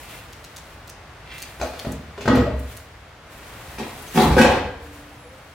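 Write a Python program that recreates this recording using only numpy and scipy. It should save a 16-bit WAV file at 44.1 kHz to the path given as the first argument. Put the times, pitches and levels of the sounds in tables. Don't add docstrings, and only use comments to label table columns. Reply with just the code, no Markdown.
import sys
import numpy as np
from scipy import signal
from scipy.fft import rfft, irfft
from scipy.io import wavfile

SR = 44100
rng = np.random.default_rng(int(sys.argv[2]) if len(sys.argv) > 2 else 0)


def output_pcm(signal):
    pcm = np.clip(np.atleast_2d(signal).T, -1, 1) * 32767
    wavfile.write(sys.argv[1], SR, np.round(pcm).astype(np.int16))


N = 244300
T = np.arange(N) / SR
TAIL = T[:65536]


def undb(db):
    return 10 ** (np.asarray(db) / 20)


def unit(x):
    return x / np.sqrt(np.mean(x ** 2))


def fade(ring_s):
    return np.exp(-np.log(1000) * TAIL / ring_s)


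def at_hz(points, hz):
    point_hz, value = np.transpose(points)
    return np.interp(np.log(np.maximum(hz, 1)), np.log(point_hz), value)


def bins(size):
    return np.fft.rfftfreq(size, 1 / SR)


def add(track, s, sound):
    start = int(s * SR)
    track[..., start:start + sound.shape[-1]] += sound[..., :N - start]


def wander(rate):
    return np.interp(T * rate, np.arange(N), rng.standard_normal(N))


def through(force, response):
    return signal.fftconvolve(force[None], response, axes=1)[:, :N]


def pulse(colour, size=4096):
    cepstrum = irfft(np.log(undb(at_hz(colour, bins(size)))))
    cepstrum[1:size // 2] *= 2
    cepstrum[size // 2 + 1:] = 0
    return irfft(np.exp(rfft(cepstrum)))


# frequency in Hz, level in dB of what differs between the ears against the rest.
STEREO_WIDTH = [(50, -45), (125, -24), (250, -19.5), (500, -11.5), (1000, -7), (2000, -6), (4000, -1.5),
                (12000, -1)]

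def stereo_noise(colour, size, grain_db=0):
    mid, side = rfft(rng.standard_normal((2, size)) * undb(grain_db * rng.standard_normal(size)))
    side = side * undb(at_hz(STEREO_WIDTH, bins(size)))
    ears = np.array([mid + side, mid - side])
    return unit(irfft(ears * undb(at_hz(colour, bins(size))), size))


# frequency in Hz, level in dB.
ROOM_COLOUR = [(15, -46), (25, -21), (55, 0), (157, -7.5), (180, -14), (301, -12.5), (373, -15), (476, -13),
               (575, -13), (641, -12), (1290, -15), (1400, -14.5), (1560, -16), (1940, -17), (16000, -46.5)]
# time in seconds, level in dB.
ROOM_LEVELS = [(0, -42.5), (1.2, -43), (2.1, -42.5), (3.2, -45), (3.5, -40), (4.1, -40.5), (4.9, -43.5),
               (5.54, -44.5)]

def room_noise():
    level = undb(np.interp(T, *np.transpose(ROOM_LEVELS)))
    return stereo_noise(ROOM_COLOUR, N) * level * undb(0.13 * wander(17))


def strokes(rows, grip_db_per_s=280, press_db_per_s=8.5, release_db_per_s=96):
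    power = np.zeros(N)
    for s, length_s, db in rows:
        grip = grip_db_per_s * np.maximum(s - T, 0)
        press = press_db_per_s * np.clip(T - s, 0, length_s)
        release = release_db_per_s * np.maximum(T - s - length_s, 0)
        power += undb(db - grip + press - release) ** 2
    return np.sqrt(power)


# frequency in Hz, level in dB.
RUB_COLOUR = [(300, -1.5), (1000, -2), (2500, -1), (5000, -9), (9000, -8.5), (15500, -11.5)]
# start in seconds, length in seconds, starting level in dB.
RUB_STROKES = [(0, 0.041, -43.5), (.1, 0.069, -44), (.26, 0.46, -56.5), (1.35, 0.15, -47),
               (1.62, 0.052, -43), (1.79, 0.097, -45.5), (2.22, 0.15, -49.5), (2.59, 0.049, -50),
               (2.7, 0.031, -43.5), (3.325, 0.9, -48.5), (4.16, 0.077, -30.5), (4.39, 0.011, -34.5),
               (4.83, 0.046, -51.5), (4.935, 0.043, -48.5), (5.08, 0.087, -55.5), (5.33, 0.17, -57.5)]

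def rustle():
    return stereo_noise(RUB_COLOUR, N, grain_db=4) * strokes(RUB_STROKES) * undb(wander(60))


def ring(notes):
    out = 0
    for hz, db, ring_s in notes:
        skew = np.arctan(undb(at_hz(STEREO_WIDTH, hz))) * rng.choice([-1, 1]) * np.array([[1], [-1]])
        out = out + undb(db) * np.sin(2 * np.pi * hz * TAIL + skew) * fade(ring_s)
    return out


# pitch in Hz, level in dB, ring time in seconds.
EDGE_NOTES = [(1940, -11, 0.031), (2084, -7, 0.055), (2400, -6, 0.063), (2690, 2, 0.014), (3300, 8, 0.003),
              (4070, -10, .008)]
# start in seconds, length in seconds, starting level in dB.
TUBE_DRAGS = [(.115, .005, -43), (1.275, 0.02, -53), (1.315, 0.024, -39.5), (1.43, 0.022, -45.5)]

def scrape():
    slips = rng.standard_normal(N) ** 3
    return unit(through(slips, ring(EDGE_NOTES))) * strokes(TUBE_DRAGS)


# frequency in Hz, ring time in seconds.
WASH_RING_TIMES = [(100, 0.63), (500, 0.62), (1500, 0.63), (4000, 0.63), (8000, 0.29), (15000, 0.11)]

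def wash(colour, bands=14):
    spectrum, hz = rfft(stereo_noise(colour, len(TAIL))), bins(len(TAIL))
    centres = np.geomspace(WASH_RING_TIMES[0][0], WASH_RING_TIMES[-1][0], bands)
    out = 0
    for centre, share in zip(centres, np.eye(bands)):
        band = irfft(spectrum * at_hz(np.column_stack([centres, share]), hz))
        out = out + band * fade(at_hz(WASH_RING_TIMES, centre))
    return out


def garage(sound, echo_db, fade_s):
    echo = wash([(500, -1), (7000, 1.5), (15000, -2.5)]) * fade(fade_s)
    response = echo * undb(echo_db) / np.sqrt(SR / 1000)
    response[:, 0] += 1
    return through(sound, response)


# time in seconds, then relative levels in dB of the treble and the 4 kHz body.
CONTACT_TICKS = [(0.332, -30, -38.5), (0.4474, -29.5, -37.5), (0.568, -25.5, -31), (0.5844, -30, -38),
                 (0.88, -31, -39), (0.8993, -24.5, -34), (1.3867, -24.5, -35), (1.404, -30, -45),
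                 (1.4256, -16.5, -27.5), (1.7974, -24.5, -24.5), (1.924, -22, -39), (2.36, -25.5, -47),
                 (2.5985, -27.5, -59), (2.7733, -24.5, -39), (4.0268, -24, -73), (4.2205, -16, -25),
                 (4.523, -31, -40)]

def ticks(click_s=0.0014, catch_s=0.0049, catch_db=-2):
    clicks, t = np.zeros(N), T[:SR // 50]
    for s, treble_db, body_db in CONTACT_TICKS:
        catch, snap = rng.standard_normal((2, len(t))) * np.exp(-t / click_s)
        body, top = body_db + 8, treble_db - 6
        click = pulse([(800, body - 22), (2200, body - 7), (4000, body), (8500, top), (14000, top - 3)])
        add(clicks, s - catch_s, undb(catch_db) * signal.fftconvolve(catch, click))
        add(clicks, s, signal.fftconvolve(snap, click))
    return garage(clicks, echo_db=-15, fade_s=0.99)


def blows(knocks, skid_db, skid_hz, push_hz):
    force, t = np.zeros(N), T[:SR // 4]
    highpass = signal.butter(2, skid_hz, "high", fs=SR, output="sos")
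    push = signal.lfilter(*signal.butter(1, push_hz, fs=SR), signal.unit_impulse(len(t)))
    for s, db, boom_db, thump_db, bright_db, skid_s, favoured_hz, boost_db in knocks:
        chatter = signal.sosfilt(highpass, rng.standard_normal(len(t)) ** 3)
        skid = chatter * np.sqrt(t) * np.exp(-t / skid_s)
        contact = push + undb(skid_db) * skid / np.linalg.norm(skid)
        favoured = signal.lfilter(*signal.iirpeak(favoured_hz, Q=13, fs=SR), contact)
        contact = contact + (undb(boost_db) - 1) * favoured
        hardness = pulse([(25, boom_db - 23), (60, boom_db), (85, boom_db), (130, thump_db),
                          (260, thump_db), (550, 0), (1100, 0), (5000, bright_db)])
        add(force, s, undb(db) * signal.fftconvolve(contact, hardness))
    return force


# pitch in Hz, relative level in dB, ring time in seconds.
SHELL_NOTES = [(39.2, -9, 0.88), (68, -2, 0.33), (74.7, -18, 1.75), (93, -16.5, 1.46), (111.7, -12, 0.89),
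               (127.6, -7.5, 0.28), (154.2, -12, 0.41), (216.1, -4.5, 0.55), (230.8, -2.5, 0.15),
               (262.3, -3, 0.46)]

def panel(force, notes, colour, notes_db, shell_db, wash_db, crack_db, crowd_hz, travel_s):
    crowd = signal.sosfilt(signal.butter(2, crowd_hz, "high", fs=SR, output="sos"), wash(colour))
    response = undb(notes_db) * ring(notes) + undb(shell_db) * ring(SHELL_NOTES) + undb(wash_db) * crowd
    crack = pulse(colour)
    crack = crack / np.abs(crack).max()
    lag_cycles = travel_s * np.sqrt(bins(len(crack)) * SR / 2)
    crack = irfft(rfft(crack) * np.exp(-2j * np.pi * lag_cycles))
    response[:, :len(crack)] += undb(crack_db) * crack
    return through(force, response)


# start in seconds, level in dB, then boom, thump and brightness in dB,
# skid time in seconds, favoured pitch in Hz, its boost in dB.
DECK_BLOWS = [(1.598, -41.5, 9, -12, 8, 0.0035, 334, 17), (1.613, -31.5, 4.5, -9.5, 9.5, 0.0016, 730, 8.5),
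              (1.621, -33.5, -4, -9, -7, 0.0078, 654, 13), (1.735, -41, -19, -11, 9, 0.023, 700, 4),
              (1.848, -39, 1, 0, 6.5, 0.0063, 602, 13.5), (1.869, -38, 10.5, 8.5, -26, 0.0033, 154, 13),
              (1.93, -50.5, 21, -11, -5, 0.0028, 150, 1), (2.177, -38.5, -13, -10.5, 3, 0.0055, 408, 0),
              (2.208, -42, -3, 1, 15.5, 0.01, 2760, 10), (2.256, -32, -1, 0.5, 5.5, 0.004, 136, 15.5),
              (2.277, -20, -17, 0, 1.5, 0.003, 1220, 7), (2.285, -27, -1, -0.5, -3, 0.0032, 210, 15),
              (2.302, -28.5, 2, 6, -11, 0.008, 261.5, 13.5), (2.348, -26, -8, -0.5, 2.5, 0.016, 487, 10.5),
              (2.372, -29.5, 12, 10.5, -10, 0.0073, 254, 5), (2.402, -31.5, 6, 0, -15, 0.024, 122, 14.5),
              (2.463, -39.5, 6, -2, -5, 0.0041, 608, 21), (2.5, -40.5, 3.5, -1, -5, 0.0039, 65.3, 25)]
# pitch in Hz, relative level in dB, ring time in seconds.
DECK_NOTES = [(335, -3, 0.38), (370, -4.5, 0.31), (413, -6, 0.38), (443, -9, 0.48), (525, 1, 0.27),
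              (612, -25, 0.45), (670, -20, 0.55), (785, -9, 0.49), (847, -10, 0.58), (1083, 0, 0.095),
              (1340, -14, 0.29), (1380, -18, 0.34), (1490, -22, 0.35), (1917, -16, 0.93), (2820, -16, 0.25),
              (3040, -25, .3), (3510, -30, .4), (4270, -39, .4)]
# frequency in Hz, level in dB.
DECK_WASH = [(53, -24), (90, -4), (172, -5.5), (260, -4), (316, -12), (467, -6), (647, -13), (1100, -19.5),
             (1440, -18), (1640, -22.5), (2150, -25), (3000, -28), (6300, -37.5), (9510, -50), (11600, -72),
             (16000, -95)]

def rear_deck():
    force = blows(DECK_BLOWS, skid_db=-1.5, skid_hz=875, push_hz=1640)
    return panel(force, DECK_NOTES, DECK_WASH, notes_db=-4, shell_db=1.5, wash_db=3.5,
                 crack_db=17, crowd_hz=156, travel_s=0.000759)


# start in seconds, pitch in Hz, level in dB, swell and ring times in seconds.
STEEL_NOTES = [(1.613, 765, -26, .003, .17), (1.618, 604.5, -22.5, 0.0043, 0.32),
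               (1.615, 6270, -39, 0.0047, .2), (2.178, 409, -31.5, 0.0045, 0.57),
               (2.353, 11750, -43, 0.004, 0.13), (2.355, 11850, -50, .005, 0.36),
               (2.355, 7600, -51, .005, 0.55), (4.072, 6270, -35.5, 0.015, 0.15),
               (4.175, 741, -11.5, 0.0071, .3), (4.378, 1498, -16.5, 0.0035, 0.26),
               (4.386, 1915, -24, 0.0041, 0.49), (4.393, 255.7, -13, 0.0036, 0.21),
               (4.44, 823, -21.5, .01, 0.42), (4.44, 480.5, -32, 0.013, 0.95),
               (4.72, 468, -36.5, 0.04, 0.76), (4.77, 291.5, -33, 0.16, 1.25),
               (5.243, 485, -31, 0.021, 0.16), (5.29, 521, -37.5, 0.027, 0.38)]

def singing_steel(flutter_db=2, waver=0.004):
    out = np.zeros(N)
    for s, hz, db, swell_s, ring_s in STEEL_NOTES:
        pitch = hz * (1 + waver * wander(182)[:len(TAIL)])
        note = np.sin(2 * np.pi * np.cumsum(pitch) / SR)
        swell = 1 - np.exp(-TAIL / swell_s)
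        add(out, s, undb(db) * note * swell * fade(ring_s))
    return out * undb(flutter_db * wander(80))


# start and length in seconds, first and last pitch in Hz, level in dB.
SQUEAK_GLIDES = [(3.33, .1, 12000, 12850, -62), (3.5, .13, 13650, 13200, -58),
                 (5.14, 0.21, 11150, 10900, -62), (5.16, 0.13, 8700, 8300, -66),
                 (5.156, 0.145, 7700, 7280, -68), (5.278, 0.16, 7740, 8600, -68)]

def squeaks(waver=0.008, flutter_db=3):
    out, drift = np.zeros(N), wander(500)
    for s, length_s, first_hz, last_hz, db in SQUEAK_GLIDES:
        start, size = int(s * SR), int(length_s * SR)
        pitch = np.linspace(first_hz, last_hz, size) * (1 + waver * drift[start:start + size])
        add(out, s, undb(db) * np.hanning(size) * np.sin(2 * np.pi * np.cumsum(pitch) / SR))
    return garage(out * undb(flutter_db * wander(120)), echo_db=-13, fade_s=0.5)


WELL_BLOWS = [(3.783, -38, -7, 3, 10.5, 0.0064, 2550, 8.7), (3.798, -34, -13, 2, -6, 0.0027, 229, 11),
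              (4.145, -37.5, -26, 10.5, -12, 0.0092, 141, 5), (4.156, -29.5, -11, 8, 6, 0.0095, 154, 17.5),
              (4.174, -18.5, -11, 2.5, 0.5, 0.0037, 225, 8.4),
              (4.191, -24, -1, 4.5, -9, 0.0038, 1040, 16.3), (4.197, -25, 5, -5, -0.5, 0.002, 4120, 15),
              (4.229, -28, 1, 11, -11, 0.015, 1090, 12), (4.258, -29, 14, 12, -1, 0.011, 155.5, 16),
              (4.305, -29, 23.5, 10.5, -23, 0.0093, 155, 3.1), (4.312, -30, 10.5, 10, 7, 0.014, 71.8, 16.2),
              (4.366, -21.5, -16, 5.5, -0.5, 0.011, 515, 16.6),
              (4.382, -21.5, -13, 0, 7.5, 0.006, 1614, 13), (4.396, -25.5, -7, 3.5, 2, 0.0092, 231, 20),
              (4.413, -19.5, -21, -2, 8, 0.0028, 2540, 6.3), (4.443, -20, 0.5, -17, 0, 0.0064, 513, 15),
              (4.487, -21.5, 5, -5.5, -2.5, 0.021, 533, 5), (4.545, -31, 6, 5, 0, 0.013, 513, 2.6),
              (4.645, -42, 19.5, 8.5, -16, 0.015, 493, 3.1)]
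# pitch in Hz, relative level in dB, ring time in seconds.
WELL_NOTES = [(347, -14, 0.4), (402, 5, 0.25), (470, -14, 0.82), (503, -14, 0.94), (558, -4, 0.26),
              (689, -19, 0.67), (735.6, -0.5, 0.57), (837, 1.5, 0.58), (920, -14, 0.45), (983, -26, 0.22),
              (1066, -6, 0.36), (1174, -9.5, 0.4), (1250, -10, 0.49), (1346, -12, 0.45), (1500, -12, 0.67),
              (1614, -17, 1), (1730, -20, 0.45), (1940, -16, 0.42), (2010, -24, 0.4), (2430, -19, 0.6),
              (2530, -13, 0.28), (3280, -17, .5), (3770, -31, 0.18), (3950, -24, 0.23), (4600, -24, 0.5)]
# frequency in Hz, level in dB.
WELL_WASH = [(53, -15), (90, 5.5), (229, -10), (360, -6), (488, -4), (640, -12), (753, -3.5), (1290, -17.5),
             (1540, -13.5), (2180, -19.5), (3290, -23.5), (13200, -40.5), (16000, -65)]

def wheel_well():
    force = blows(WELL_BLOWS, skid_db=-1, skid_hz=1010, push_hz=1570)
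    return panel(force, WELL_NOTES, WELL_WASH, notes_db=-8.5, shell_db=-6.5, wash_db=3.5,
                 crack_db=15, crowd_hz=166, travel_s=0.000995)


def scene(left_db=0.4, bass_hz=300):
    sound = room_noise() + rustle() + scrape() + ticks()
    sound += rear_deck() + singing_steel() + squeaks() + wheel_well()
    bass = signal.lfilter(*signal.butter(1, bass_hz, fs=SR), sound)
    return bass + (sound - bass) * undb([[left_db], [-left_db]])


def record(dry, rumble_hz=24, top_hz=15850):
    dry = signal.sosfilt(signal.butter(2, rumble_hz, "high", fs=SR, output="sos"), dry)
    rounded = dry / (1 + dry ** 6) ** (1 / 6)
    return signal.sosfilt(signal.ellip(10, .1, 70, top_hz, fs=SR, output="sos"), rounded)


dry = scene()
out = record(dry)
output_pcm(out)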